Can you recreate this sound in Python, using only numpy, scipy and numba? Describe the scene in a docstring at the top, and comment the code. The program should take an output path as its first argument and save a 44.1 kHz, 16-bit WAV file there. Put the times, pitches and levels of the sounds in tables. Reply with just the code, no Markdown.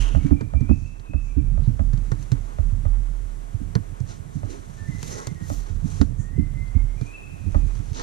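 """An eraser and its crumbs rubbed over paper on a desk, close to a small stereo recorder on the same desk.
From the start the strokes hiss and the arms set the desk swaying; its shaking comes up through the
housing, mostly into the right microphone. For three seconds hands knock and bump, with faint squeaks
and ticks of nails and crumbs. After a lull, hard drags groan at 4.5 and 5.2 s; the thin squeaks return
among more bumps, a last knock lands at 7.5 s, and the rubbing carries on to the end."""
import sys
import numpy as np
from scipy import signal
from scipy.fft import rfft, irfft, next_fast_len
from scipy.io import wavfile
from scipy.ndimage import uniform_filter1d
from numba import njit

SR = 44100
rng = np.random.default_rng(int(sys.argv[2]) if len(sys.argv) > 2 else 0)


def output_pcm(signal):
    """Save a mono or channel-first signal as 16-bit PCM at the path in sys.argv[1].

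    Samples are clipped to [-1, 1] before scaling.
    """
    pcm = np.clip(np.atleast_2d(signal).T, -1, 1) * 32767
    wavfile.write(sys.argv[1], SR, np.round(pcm).astype(np.int16))


N = 353682
FFT_SIZE = next_fast_len(N)
TIME = np.arange(N) / SR
AGE = TIME[:SR // 3]  # seconds since a blow
FREQ = np.maximum(np.arange(N // 2 + 1) * SR / N, 1)

# Levels in the tables are relative; each source sets its own gain.
# shaking through the housing, left microphone against right: f/Hz, level/dB, phase/rad
HOUSING_PATH = [(36.7, -15.5, 0.31), (70, -32, 0.36), (137, -19.5, 1.3), (270, -14.5, 2.28),
                (437, -7, 1.73), (730, -1, 2.617), (1380, 0, 2.335), (2270, -0.5, 1.92)]
# likeness of the two microphones for airborne sound: f/Hz, correlation
MIC_LIKENESS = [(500, -0.64), (1300, 0.52), (2400, 0.39), (4300, 0.82), (6600, -0.19), (14000, 0.089)]
# room tone: f/Hz, level/dB
ROOM_SPECTRUM = [(60, 2.5), (200, 8), (360, 4.5), (425, 1.5), (520, 0.5), (1000, -12), (2000, -12.5),
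                 (3100, -17.5), (4100, -19.5), (4900, -20), (6400, -13.5), (8500, -16.5), (10300, -17.5),
                 (11500, -23.5), (15000, -31)]
# sliding over paper fibres: f/Hz, level/dB
HISS_SPECTRUM = [(1000, 15.5), (2000, 8), (3300, -3.5), (4100, -2), (5000, -6.5), (6200, 3), (7200, -1.5),
                 (8300, -7), (10000, -6), (14500, -24)]
# strokes over the paper: crest t/s, swell/s, dying away/s, level/dB, centre f/Hz, spread/octaves
PAPER_STROKES = [(.06, 0.2, 0.08, -49, 2970, 0.13), (.0, 0.065, 0.095, -44.5, 5800, 1.14),
                 (.265, 0.031, 0.026, -52.5, 4460, 1.4), (.85, 0.1, 0.074, -56.5, 5900, 0.51),
                 (1.27, 0.036, 0.042, -57.5, 6240, 0.37), (1.65, 0.027, 0.031, -62.5, 4160, 0.29),
                 (2.26, 0.36, 0.32, -60, 6500, 1.44), (4.108, 0.017, 0.026, -45.5, 5160, 0.6),
                 (4.36, 0.023, 0.019, -58, 6150, .5), (4.54, 0.057, 0.038, -53, 5200, 0.94),
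                 (4.9, 0.16, 0.16, -57.5, 6070, 0.82), (5.11, 0.065, 0.09, -44.5, 6100, 0.9),
                 (5.125, 0.013, 0.042, -49.5, 5940, 0.22), (5.08, 0.063, 0.053, -69, 13700, 0.15),
                 (5.525, 0.048, 0.045, -47.5, 7400, 0.83), (5.525, 0.038, 0.05, -59, 13800, 0.13),
                 (5.68, 0.13, 0.042, -57.5, 5060, 0.68), (5.95, 0.053, 0.055, -46.5, 6430, 0.86),
                 (6.202, 0.016, 0.039, -51, 7660, 0.27), (7.055, 0.065, .055, -59.5, 6200, 0.75),
                 (7.68, 0.18, 0.3, -56.5, 6070, 1.14), (7.976, 0.02, 0.1, -41.5, 4680, .5),
                 (2.215, .012, 0.014, -57, 5500, 1), (8, 0.005, 0.0071, -46.5, 1850, 0.14)]
# pressure of the hands, as the strength of their rumble: t/s, level/dB
HAND_PRESSURE = [(0.0, -37), (0.62, -34.5), (0.94, -39.5), (1.18, -42), (1.58, -31), (2.1, -43),
                 (2.77, -40), (3.39, -51.5), (3.77, -40), (4.09, -46), (4.9, -43), (5.15, -44.5),
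                 (5.52, -42), (6.1, -36), (6.92, -43), (7.17, -49.5), (7.44, -41.5), (7.62, -34.5),
                 (8.02, -41)]
# the desk under the rubber: f/Hz, level/dB
RUMBLE_SPECTRUM = [(25, -12), (45, -9.5), (78, 4), (115, 1), (160, -2.5), (205, -14.5), (290, -20),
                   (360, -32), (600, -35), (2000, -100)]
# crumbs grinding: f/Hz, level/dB
GRIND_SPECTRUM = [(150, 2.5), (290, 3), (360, -1.5), (425, 0.5), (520, -9), (680, -3), (900, -5),
                  (1250, -8), (1800, -15), (2600, -22.5), (4000, -26.5), (9000, -83)]
# an arm leans in or lets go; a resting hand damps the sway sooner: t/s, level/dB, t60/s
ARM_LEANS = [(-.06, -19, 1.2), (0.48, -27, 3.4), (1.13, -21, 1.4), (1.41, -21, 1.6), (1.79, -17.5, 1.26),
             (2.3, -29.5, 1.5), (2.58, -18.5, 1.06), (2.85, -17.5, 1.47), (3.55, -31.5, 0.9),
             (3.8, -36.5, 1), (4.41, -32.5, 0.41), (5.51, -28, 0.56), (5.7, -27.5, 0.61),
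             (5.97, -26.5, 2.4), (6.35, -25, 2.64), (6.73, -21, 0.69), (7.498, -19.5, 1.37)]
# the heel of the hand jolts something loose: t/s, thud/dB, desk/dB, hollow/dB, click/dB, thud delay/s
HEEL_KNOCKS = [(0.149, -10.5, -28.5, -27, -31, 0.0093), (0.308, -10, -19, -33.5, -33, 0.0027),
               (0.537, -8.5, -33, -29, -38, 0.0077), (0.692, -7.5, -16, -30.5, -33, .003),
               (1.135, -10, -29.5, -31, -37, 0.0069), (1.576, -13.5, -37, -35, -47, 0.005),
               (1.794, -13, -32.5, -29, -35, 0.003), (2.586, -14, -41, -33, -42, 0.0042),
               (2.853, -16, -40.5, -33.5, -46, 0.0035), (4.432, -24, -39.5, -35.5, -45, 0.0038),
               (5.501, -24.5, -34.5, -29.5, -42, 0.002), (7.546, -12.5, -29, -26.5, -29, 0.0054)]
# dry click of the loose thing: f/Hz, level/dB
CLICK_SPECTRUM = [(250, -14), (450, -10), (620, -2.5), (1000, 2), (1400, 1), (2000, -12), (3000, -29),
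                  (8000, -37)]
# modes of the loose thing: f/Hz, t60/s, level/dB
LOOSE_MODES = [(558, .085, -2.5), (593, 0.083, 4), (638, 0.11, 0.5), (717, 0.1, -3.5), (790, 0.24, -7),
               (1050, 0.086, -40), (1222, 0.18, -11.5), (1287, 0.11, -20), (1720, .05, -17),
               (1930, .05, -19)]
# modes of the desk: f/Hz, t60/s, level/dB
DESK_MODES = [(92.4, 0.44, -2.5), (127.4, 0.34, -9.5), (167.9, 0.11, 1.5), (200.1, .11, -1), (224, 0.12, 0),
              (257.8, 0.15, -2), (288.6, .17, 0.5), (309.4, 0.13, -10), (333.5, 0.11, -14),
              (431, .06, -22.5)]
# soft bumps of the hands on the paper: t/s, thud/dB, thud f/Hz, desk/dB
HAND_BUMPS = [(0.247, -15, 137, -24.5), (0.562, -24, 108, -34.5), (0.812, -19.5, 109, -42.5),
              (1.0928, -25, 120, -34.5), (1.365, -9.5, 65.5, -23), (1.46, -30, 105, -49),
              (1.621, -20, 129, -44), (1.676, -9, 118.3, -29.5), (2.724, -17.5, 101, -56),
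              (3.543, -19, 96.5, -62), (3.602, -31, 59, -34.5), (3.758, -17, 192, -41),
              (4.096, -36, 112, -46.5), (4.355, -21, 143, -36), (4.696, -29.5, 143, -49),
              (4.805, -27, 101, -41), (4.886, -20.5, 146, -37.5), (4.934, -29, 112, -39.5),
              (5.314, -24.5, 155, -43), (5.411, -31, 165, -37.5), (5.699, -25.5, 91.6, -42),
              (5.75, -29, 85, -46), (5.843, -19, 144, -30.5), (6.001, -11.5, 71, -20.5),
              (6.11, -26.5, 109, -36), (6.191, -17, 109, -39.5), (6.312, -37, 109, -43.5),
              (6.38, -12.5, 72.4, -21), (6.556, -24.5, 115, -42.5), (6.751, -11, 73.4, -28.5),
              (6.839, -22.5, 102, -61), (7.463, -23.5, 99.6, -31.5), (7.789, -24, 102, -37.5)]
# thin squeaks: t/s, length/s, start f/Hz, end f/Hz, level/dB
SQUEAK_GLIDES = [(0.179, 0.1, 2190, 2290, -55), (0.328, 0.09, 2367, 2380, -49.5),
                 (0.542, 0.12, 2380, 2340, -49), (0.673, 0.078, 2473, 2640, -46),
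                 (0.849, 0.13, 2620, 2640, -49.5), (1.06, 0.16, 2537, 2626, -46),
                 (1.251, 0.23, 2365, 2380, -59.5), (4.763, 0.15, 1777, 1790, -55),
                 (4.869, 0.12, 2006, 2030, -47.5), (5.108, 0.097, 1920, 1940, -50),
                 (5.237, 0.1, 2098, 2107, -56.5), (5.348, 0.11, 1908, 1880, -53.5),
                 (6.184, 0.17, 1820, 1910, -54.5), (6.325, .13, 2010, 2096, -52.5),
                 (6.537, 0.14, 2037, 2090, -52.5), (6.742, 0.079, 2120, 2140, -51),
                 (6.876, 0.081, 2110, 2140, -61), (6.965, 0.12, 2376, 2455, -54),
                 (7.055, 0.067, 2447, 2505, -45), (7.12, 0.15, 2642, 2580, -47.5),
                 (7.24, .11, 2492, 2484, -51.5), (7.41, 0.31, 2454, 2473, -60)]
# nails and crumbs: t/s, crack/dB, f/Hz, ping against crack/dB, woody tap/dB, fingertip thud/dB, desk/dB
NAIL_TICKS = [(0.41, -33.5, 4360, -6, -36, -17.5, -29), (0.608, -40.5, 6030, -3, -46, -10.5, -29),
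              (0.997, -37, 4120, -4, -52.5, -35, -59), (1.933, -37, 5950, -11.5, -48, -14, -41),
              (1.976, -39.5, 4640, -28, -59.5, -23, -42), (2.1172, -29, 5650, -9, -33.5, -15, -33.5),
              (2.2267, -38.5, 6230, -1, -63, -58, -66), (2.318, -26, 5300, -6, -41.5, -10, -33.5),
              (3.7533, -26, 4320, 1, -29.5, -13, -30.5), (4.003, -41, 6200, -1, -53, -19.5, -43),
              (5.029, -24, 6900, -10, -49, -27.5, -50), (5.2704, -23, 7000, -25, -40, -24, -44),
              (6.0141, -22, 3930, -3.5, -31.5, -47, -33), (7.012, -35, 4430, -22, -46, -17, -37.5),
              (6.68, -46, 4500, -12, -65, -52, -65), (7.753, -39.5, 5900, -10, -56, -43, -53)]
# bright crack of a tick: f/Hz, level/dB
CRACK_SPECTRUM = [(1000, 13.5), (2800, -4), (4300, 0), (5200, -1.5), (6500, 1.5), (9000, -11.5),
                  (14000, -14)]
# woody tap of a tick: f/Hz, level/dB
TAP_SPECTRUM = [(200, 3.5), (440, 9.5), (650, 5), (780, 3), (920, 5), (1400, -0.5), (2000, -4), (2800, -40),
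                (5000, -62), (12000, -70)]
# hard drags of the rubber: crest t/s, swell/s, dying away/s, level/dB, centre f/Hz, spread/octaves
HARD_DRAGS = [(4.52, 0.036, 0.054, -31, 302, 0.41), (5.145, 0.033, 0.062, -30.5, 414, 0.35),
              (5.2, 0.016, 0.03, -34.5, 1100, 0.46)]


def amp(db):
    """Decibels to gain."""
    return 10 ** (np.asarray(db) / 20)


def unit(x):
    """Scale to rms 1."""
    return x / np.sqrt(np.mean(x ** 2))


def over_freq(table):
    """The columns of a frequency table, one value a bin."""
    hz, *columns = np.transpose(table)
    return [np.interp(np.log(FREQ), np.log(hz), c) for c in columns]


def colour(x, spectrum):
    """Give x a spectrum, at rms 1."""
    return unit(irfft(rfft(x) * amp(over_freq(spectrum)[0]), N))


def walk(rate_hz):
    """A smooth random wander at rms 1."""
    hold = max(int(SR / rate_hz), 1)
    steps = np.repeat(rng.standard_normal(N // hold + 1), hold)[:N]
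    return unit(uniform_filter1d(uniform_filter1d(steps, hold), hold))


def add(track, s, sound):
    """Mix a sound into a track at time s."""
    i = max(int(s * SR), 0)
    track[..., i:i + sound.shape[-1]] += sound[..., :N - i]


def fade(t60, age=AGE):
    """Exponential decay, 60 dB down after t60 seconds."""
    return np.exp(-np.log(1000) * age / t60)


def through_housing(shake):
    """The right microphone takes most of the bass; in the middle range the two move against each other."""
    db, phase = over_freq(HOUSING_PATH)
    left = irfft(rfft(shake) * amp(db) * np.exp(1j * phase), N)
    return np.array([left, shake])


def air_noise(spectrum):
    """Airborne noise, partly alike at the two microphones."""
    alike = over_freq(MIC_LIKENESS)[0]
    mid, side = rfft(rng.standard_normal((2, N))) * np.sqrt([1 + alike, 1 - alike])
    return colour(irfft(np.array([mid + side, mid - side]), N), spectrum)


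def room_tone(room_db, whine_hz, whine_db):
    """A quiet room, microphone hiss and a faint electrical whine."""
    whine = np.sin(2 * np.pi * np.cumsum(whine_hz + 12 * walk(80)) / SR)
    return amp(room_db) * air_noise(ROOM_SPECTRUM) + amp(whine_db) * whine


def swell(s, swell_s, fade_s):
    """A stroke gathers speed up to time s and slows again."""
    widths_away = np.abs(TIME - s) / np.where(TIME < s, swell_s, fade_s)
    return np.exp(-.5 * widths_away ** 1.61)  # sharper crest and longer skirts than a bell


def swish(noise, strokes):
    """Each stroke swells and dies away in its own band, set by speed and pressure."""
    out, spectrum = np.zeros_like(noise), rfft(noise, FFT_SIZE)
    octaves = np.log2(np.maximum(np.arange(FFT_SIZE // 2 + 1) * SR / FFT_SIZE, 1))
    for s, swell_s, fade_s, db, hz, spread in strokes:
        bell = np.exp(-.5 * ((octaves - np.log2(hz)) / spread) ** 2)
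        band = unit(irfft(spectrum * bell, FFT_SIZE)[..., :N])
        out += amp(db) * band * swell(s, swell_s, fade_s)
    return out


def paper(hiss_db, pan_db, grain_db, stutter_db, crackle_db, snaps_per_s):
    """Skin and rubber slide unevenly over paper: grainy hiss, tiny snaps as fibres and crumbs let go."""
    fibres = unit(amp(grain_db * walk(910) + stutter_db * walk(70)))
    letting_go = rng.random(N) < snaps_per_s / SR
    snaps = letting_go * amp(6 * np.minimum(rng.exponential(size=N), 3))
    crackle = colour(snaps * (1 + .5 * rng.standard_normal((2, N))), HISS_SPECTRUM)
    scrape = air_noise(HISS_SPECTRUM) * fibres + amp(crackle_db) * crackle
    return swish(scrape, PAPER_STROKES) * amp(hiss_db + np.array([[pan_db], [-pan_db]]) / 2)


def pressure_db():
    """How hard the hands bear down, one value a sample."""
    return np.interp(TIME, *np.transpose(HAND_PRESSURE))


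def rubbing(rumble_db, rumble_slip_db, grind_db, grind_slip_db, stroke_db):
    """Rubber sticks and slips: the desk rumbles with the pressure, crumbs grind harder during strokes."""
    strokes = sum(amp(db) * swell(s, swell_s, fade_s) for s, swell_s, fade_s, db, *_ in PAPER_STROKES)
    slips = np.minimum(walk(40), 0.72)  # swells are capped so the rumble stays even, without thumps
    rumble = colour(rng.standard_normal(N) * amp(rumble_slip_db * slips), RUMBLE_SPECTRUM)
    crumbs = colour(rng.standard_normal(N) * amp(grind_slip_db * slips), GRIND_SPECTRUM)
    grind_gain = np.hypot(amp(grind_db), amp(stroke_db) * strokes)
    return amp(pressure_db() + rumble_db) * rumble + grind_gain * crumbs


def swaying(sway_hz, wobble, gain_db, stir_db, unsteady_db, rise_s):
    """The desk rocks at its lowest resonance: each lean builds it up, rubbing keeps it stirring."""
    power = amp(pressure_db() + stir_db) ** 2
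    for s, db, t60 in ARM_LEANS:
        rise = np.clip((TIME - s) / rise_s, 0, 1)
        ring_out = fade(t60, np.maximum(TIME - s - rise_s, 0))
        power += (amp(db) * rise * ring_out) ** 2
    hz = sway_hz * (1 + wobble * walk(25))
    rock = np.sqrt(2) * np.sin(2 * np.pi * np.cumsum(hz) / SR)
    return amp(gain_db + unsteady_db * walk(6.8)) * np.sqrt(power) * rock


def ring(modes, scatter_db, detune, tilt_db_per_octave=0, at_struck_spot=False):
    """One blow on a set of modes, peak 1; each spot favours other modes, a hard contact the higher ones."""
    hz, t60, db = np.transpose(modes)
    size, shift = rng.standard_normal((2, len(hz)))
    sign = 1 if at_struck_spot else (-1) ** np.arange(len(hz))
    gains = sign * amp(db + scatter_db * size + tilt_db_per_octave * np.log2(hz))
    pitches = hz * (1 + detune * shift)
    ringing = sum(g * fade(t) * np.sin(2 * np.pi * f * AGE) for g, t, f in zip(gains, t60, pitches))
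    return ringing / np.abs(ringing).max()


def knocks(hollow_gain_db, click_t60, contact_s, lowest_hz):
    """A loose thing, too small to give off bass, lands with a dry click and rings hollow."""
    out = np.zeros(N)
    noise = colour(rng.standard_normal(N), CLICK_SPECTRUM)
    for s, _, _, hollow_db, click_db, _ in HEEL_KNOCKS:
        click = noise[int(s * SR):][:len(AGE)] * fade(click_t60) * np.minimum(AGE / contact_s, 1)
        hollow = ring(LOOSE_MODES, scatter_db=3.0, detune=0.006, at_struck_spot=True)
        add(out, s, amp(click_db) * click + amp(hollow_db + hollow_gain_db) * hollow)
    return signal.sosfilt(signal.butter(4, lowest_hz, "high", fs=SR, output="sos"), out)


def thump(db, hz, desk_db, crest_cycles=0.81, contact_s=0.0027):
    """The hand bounces on its soft pads for a cycle or two and sets the desk ringing."""
    cycles = AGE * hz
    thud = cycles / crest_cycles * np.exp(1 - cycles / crest_cycles) * np.sin(2 * np.pi * cycles)
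    tilt = 0.53 * (desk_db + 27)  # brighter the firmer it lands
    desk = ring(DESK_MODES, scatter_db=3.5, detune=0.031, tilt_db_per_octave=tilt)
    return amp(db + 6) * thud + amp(desk_db + 17) * desk * (1 - np.exp(-AGE / contact_s))


def bumps(heel_hz, finger_hz, finger_lag_s):
    """Every landing thumps the desk: soft bumps, the heel of the hand, a fingertip just after its nail."""
    out = np.zeros(N)
    for s, db, hz, desk_db in HAND_BUMPS:
        add(out, s, thump(db, hz, desk_db))
    for s, db, desk_db, *_, lag_s in HEEL_KNOCKS:
        octaves_up = (-10.5 - db) / 25.5  # a lighter hand bounces faster
        add(out, s + lag_s, thump(db, heel_hz * 2 ** octaves_up, desk_db))
    for s, *_, db, desk_db in NAIL_TICKS:
        add(out, s + finger_lag_s, thump(db, finger_hz, desk_db))
    return out


def squeaks(gain_db, waver, flutter_db, rough_db, attack_s, release_s, left_lead_rad, echo_t60):
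    """Thin, airy tones: each slides a little in pitch and echoes on in the room under the next."""
    tones = np.zeros(N, complex)
    drift = waver * walk(120)
    for s, length_s, start_hz, end_hz, db in SQUEAK_GLIDES:
        wander = drift[int(s * SR):][:SR // 2]
        age = TIME[:len(wander)]
        hz = np.interp(age, [0, length_s], [start_hz, end_hz]) * (1 + wander)
        shape = np.minimum(age / attack_s, 1) * np.clip(.5 + (length_s - age) / release_s, 0, 1)
        add(tones, s, amp(db + gain_db) * shape * np.exp(2j * np.pi * np.cumsum(hz) / SR))
    flutter = amp(flutter_db * walk(60)) + amp(rough_db) * (walk(220) + 1j * walk(220))
    direct = np.imag(np.array([tones * np.exp(1j * left_lead_rad), tones]) * flutter)
    room = rng.standard_normal((2, SR)) * fade(echo_t60, TIME[:SR])
    room /= np.sqrt(np.sum(room ** 2, axis=1, keepdims=True))
    return direct + signal.fftconvolve(direct, room, axes=1)[:, :N]


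def ticks(snap_db, snap_cycles, ping_t60, crack_db, crack_t60, echo_db, echo_t60, tap_db, tap_t60):
    """A nail or crumb hits the paper: a snap, a bright crack with a short echo, a tap that rings the desk."""
    cracks, taps = np.zeros((2, N)), np.zeros(N)
    bright, woody = air_noise(CRACK_SPECTRUM), colour(rng.standard_normal(N), TAP_SPECTRUM)
    crack_decay = fade(crack_t60) + amp(echo_db) * fade(echo_t60)
    for s, db, hz, ping_db, wood_db, *_ in NAIL_TICKS:
        first = min(int(s * SR), N - len(AGE))
        part = slice(first, first + len(AGE))
        band = signal.butter(1, [hz / 1.94, hz * 1.94], "band", fs=SR)
        crack = unit(signal.lfilter(*band, bright))[:, part] * crack_decay
        snap = amp(snap_db) * fade(snap_cycles / hz)
        ping = amp(ping_db) * fade(ping_t60)  # the nail itself rings for a few ms
        nail = (snap + ping) * np.minimum(AGE * hz, 1) * np.sin(2 * np.pi * hz * AGE)
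        add(cracks, s, amp(db) * (amp(crack_db) * crack + nail))
        desk = amp(1) * ring(DESK_MODES, scatter_db=2.0, detune=0.036, tilt_db_per_octave=52)
        add(taps, s, amp(wood_db + tap_db) * (woody[part] * fade(tap_t60) + desk))
    return cracks + through_housing(taps)


def drags(gain_db):
    """Pressed hard, the rubber groans through the desk."""
    return amp(gain_db) * swish(rng.standard_normal(N), HARD_DRAGS)


def scene():
    """At the microphones: the shaking of the desk plus the close sounds and the room."""
    shake = bumps(heel_hz=69.7, finger_hz=121, finger_lag_s=0.0022)
    shake += knocks(hollow_gain_db=11.0, click_t60=0.057, contact_s=0.0018, lowest_hz=490)
    shake += swaying(sway_hz=37.6, wobble=0.0503, gain_db=5.5, stir_db=-2, unsteady_db=1.67, rise_s=0.075)
    shake += rubbing(rumble_db=10.5, rumble_slip_db=7.5, grind_db=-47, grind_slip_db=-2.5, stroke_db=5.5)
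    shake += drags(gain_db=-5.0)
    close = paper(hiss_db=0.5, pan_db=-1.2, grain_db=-0.5, stutter_db=2, crackle_db=-7.5, snaps_per_s=340)
    close += ticks(snap_db=4.5, snap_cycles=6.2, ping_t60=0.0096, crack_db=-10, crack_t60=0.026,
                   echo_db=-13.0, echo_t60=0.089, tap_db=9.0, tap_t60=0.064)
    close += squeaks(gain_db=-4.0, waver=0.0055, flutter_db=3.0, rough_db=-6,
                     attack_s=0.011, release_s=0.035, left_lead_rad=0.82, echo_t60=1.0)
    room = room_tone(room_db=-49.5, whine_hz=7720, whine_db=-72)
    ease_in = np.minimum(TIME / .004, 1)
    return (through_housing(shake) + close + room) * ease_in


@njit
def peak_follower(x, release):
    """Jumps to each peak and sinks back slowly."""
    out, peak = np.empty(len(x)), 0.
    for i in range(len(x)):
        peak = max(x[i], peak * release)
        out[i] = peak
    return out


def gain_control(x, threshold_db, attack_s, release_s):
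    """Loud bumps turn the recorder's gain down; then it creeps back."""
    peak = peak_follower(np.abs(x).max(axis=0), np.exp(-1 / (release_s * SR)))
    excess_db = np.maximum(20 * np.log10(peak + 1e-9) - threshold_db, 0)
    step = 1 / (attack_s * SR)
    return x * amp(-signal.lfilter([step], [1, step - 1], excess_db))


def record(dry):
    """The recorder rides its gain, rounds only the highest peaks and cuts the top above 15.1 kHz."""
    held = gain_control(dry, threshold_db=-4.0, attack_s=0.15, release_s=0.98)
    rounded = held / (1 + held ** 8) ** (1 / 8)
    return signal.sosfilt(signal.ellip(10, .2, 90, 15100, fs=SR, output="sos"), rounded)


dry = scene()
out = record(dry)
output_pcm(out)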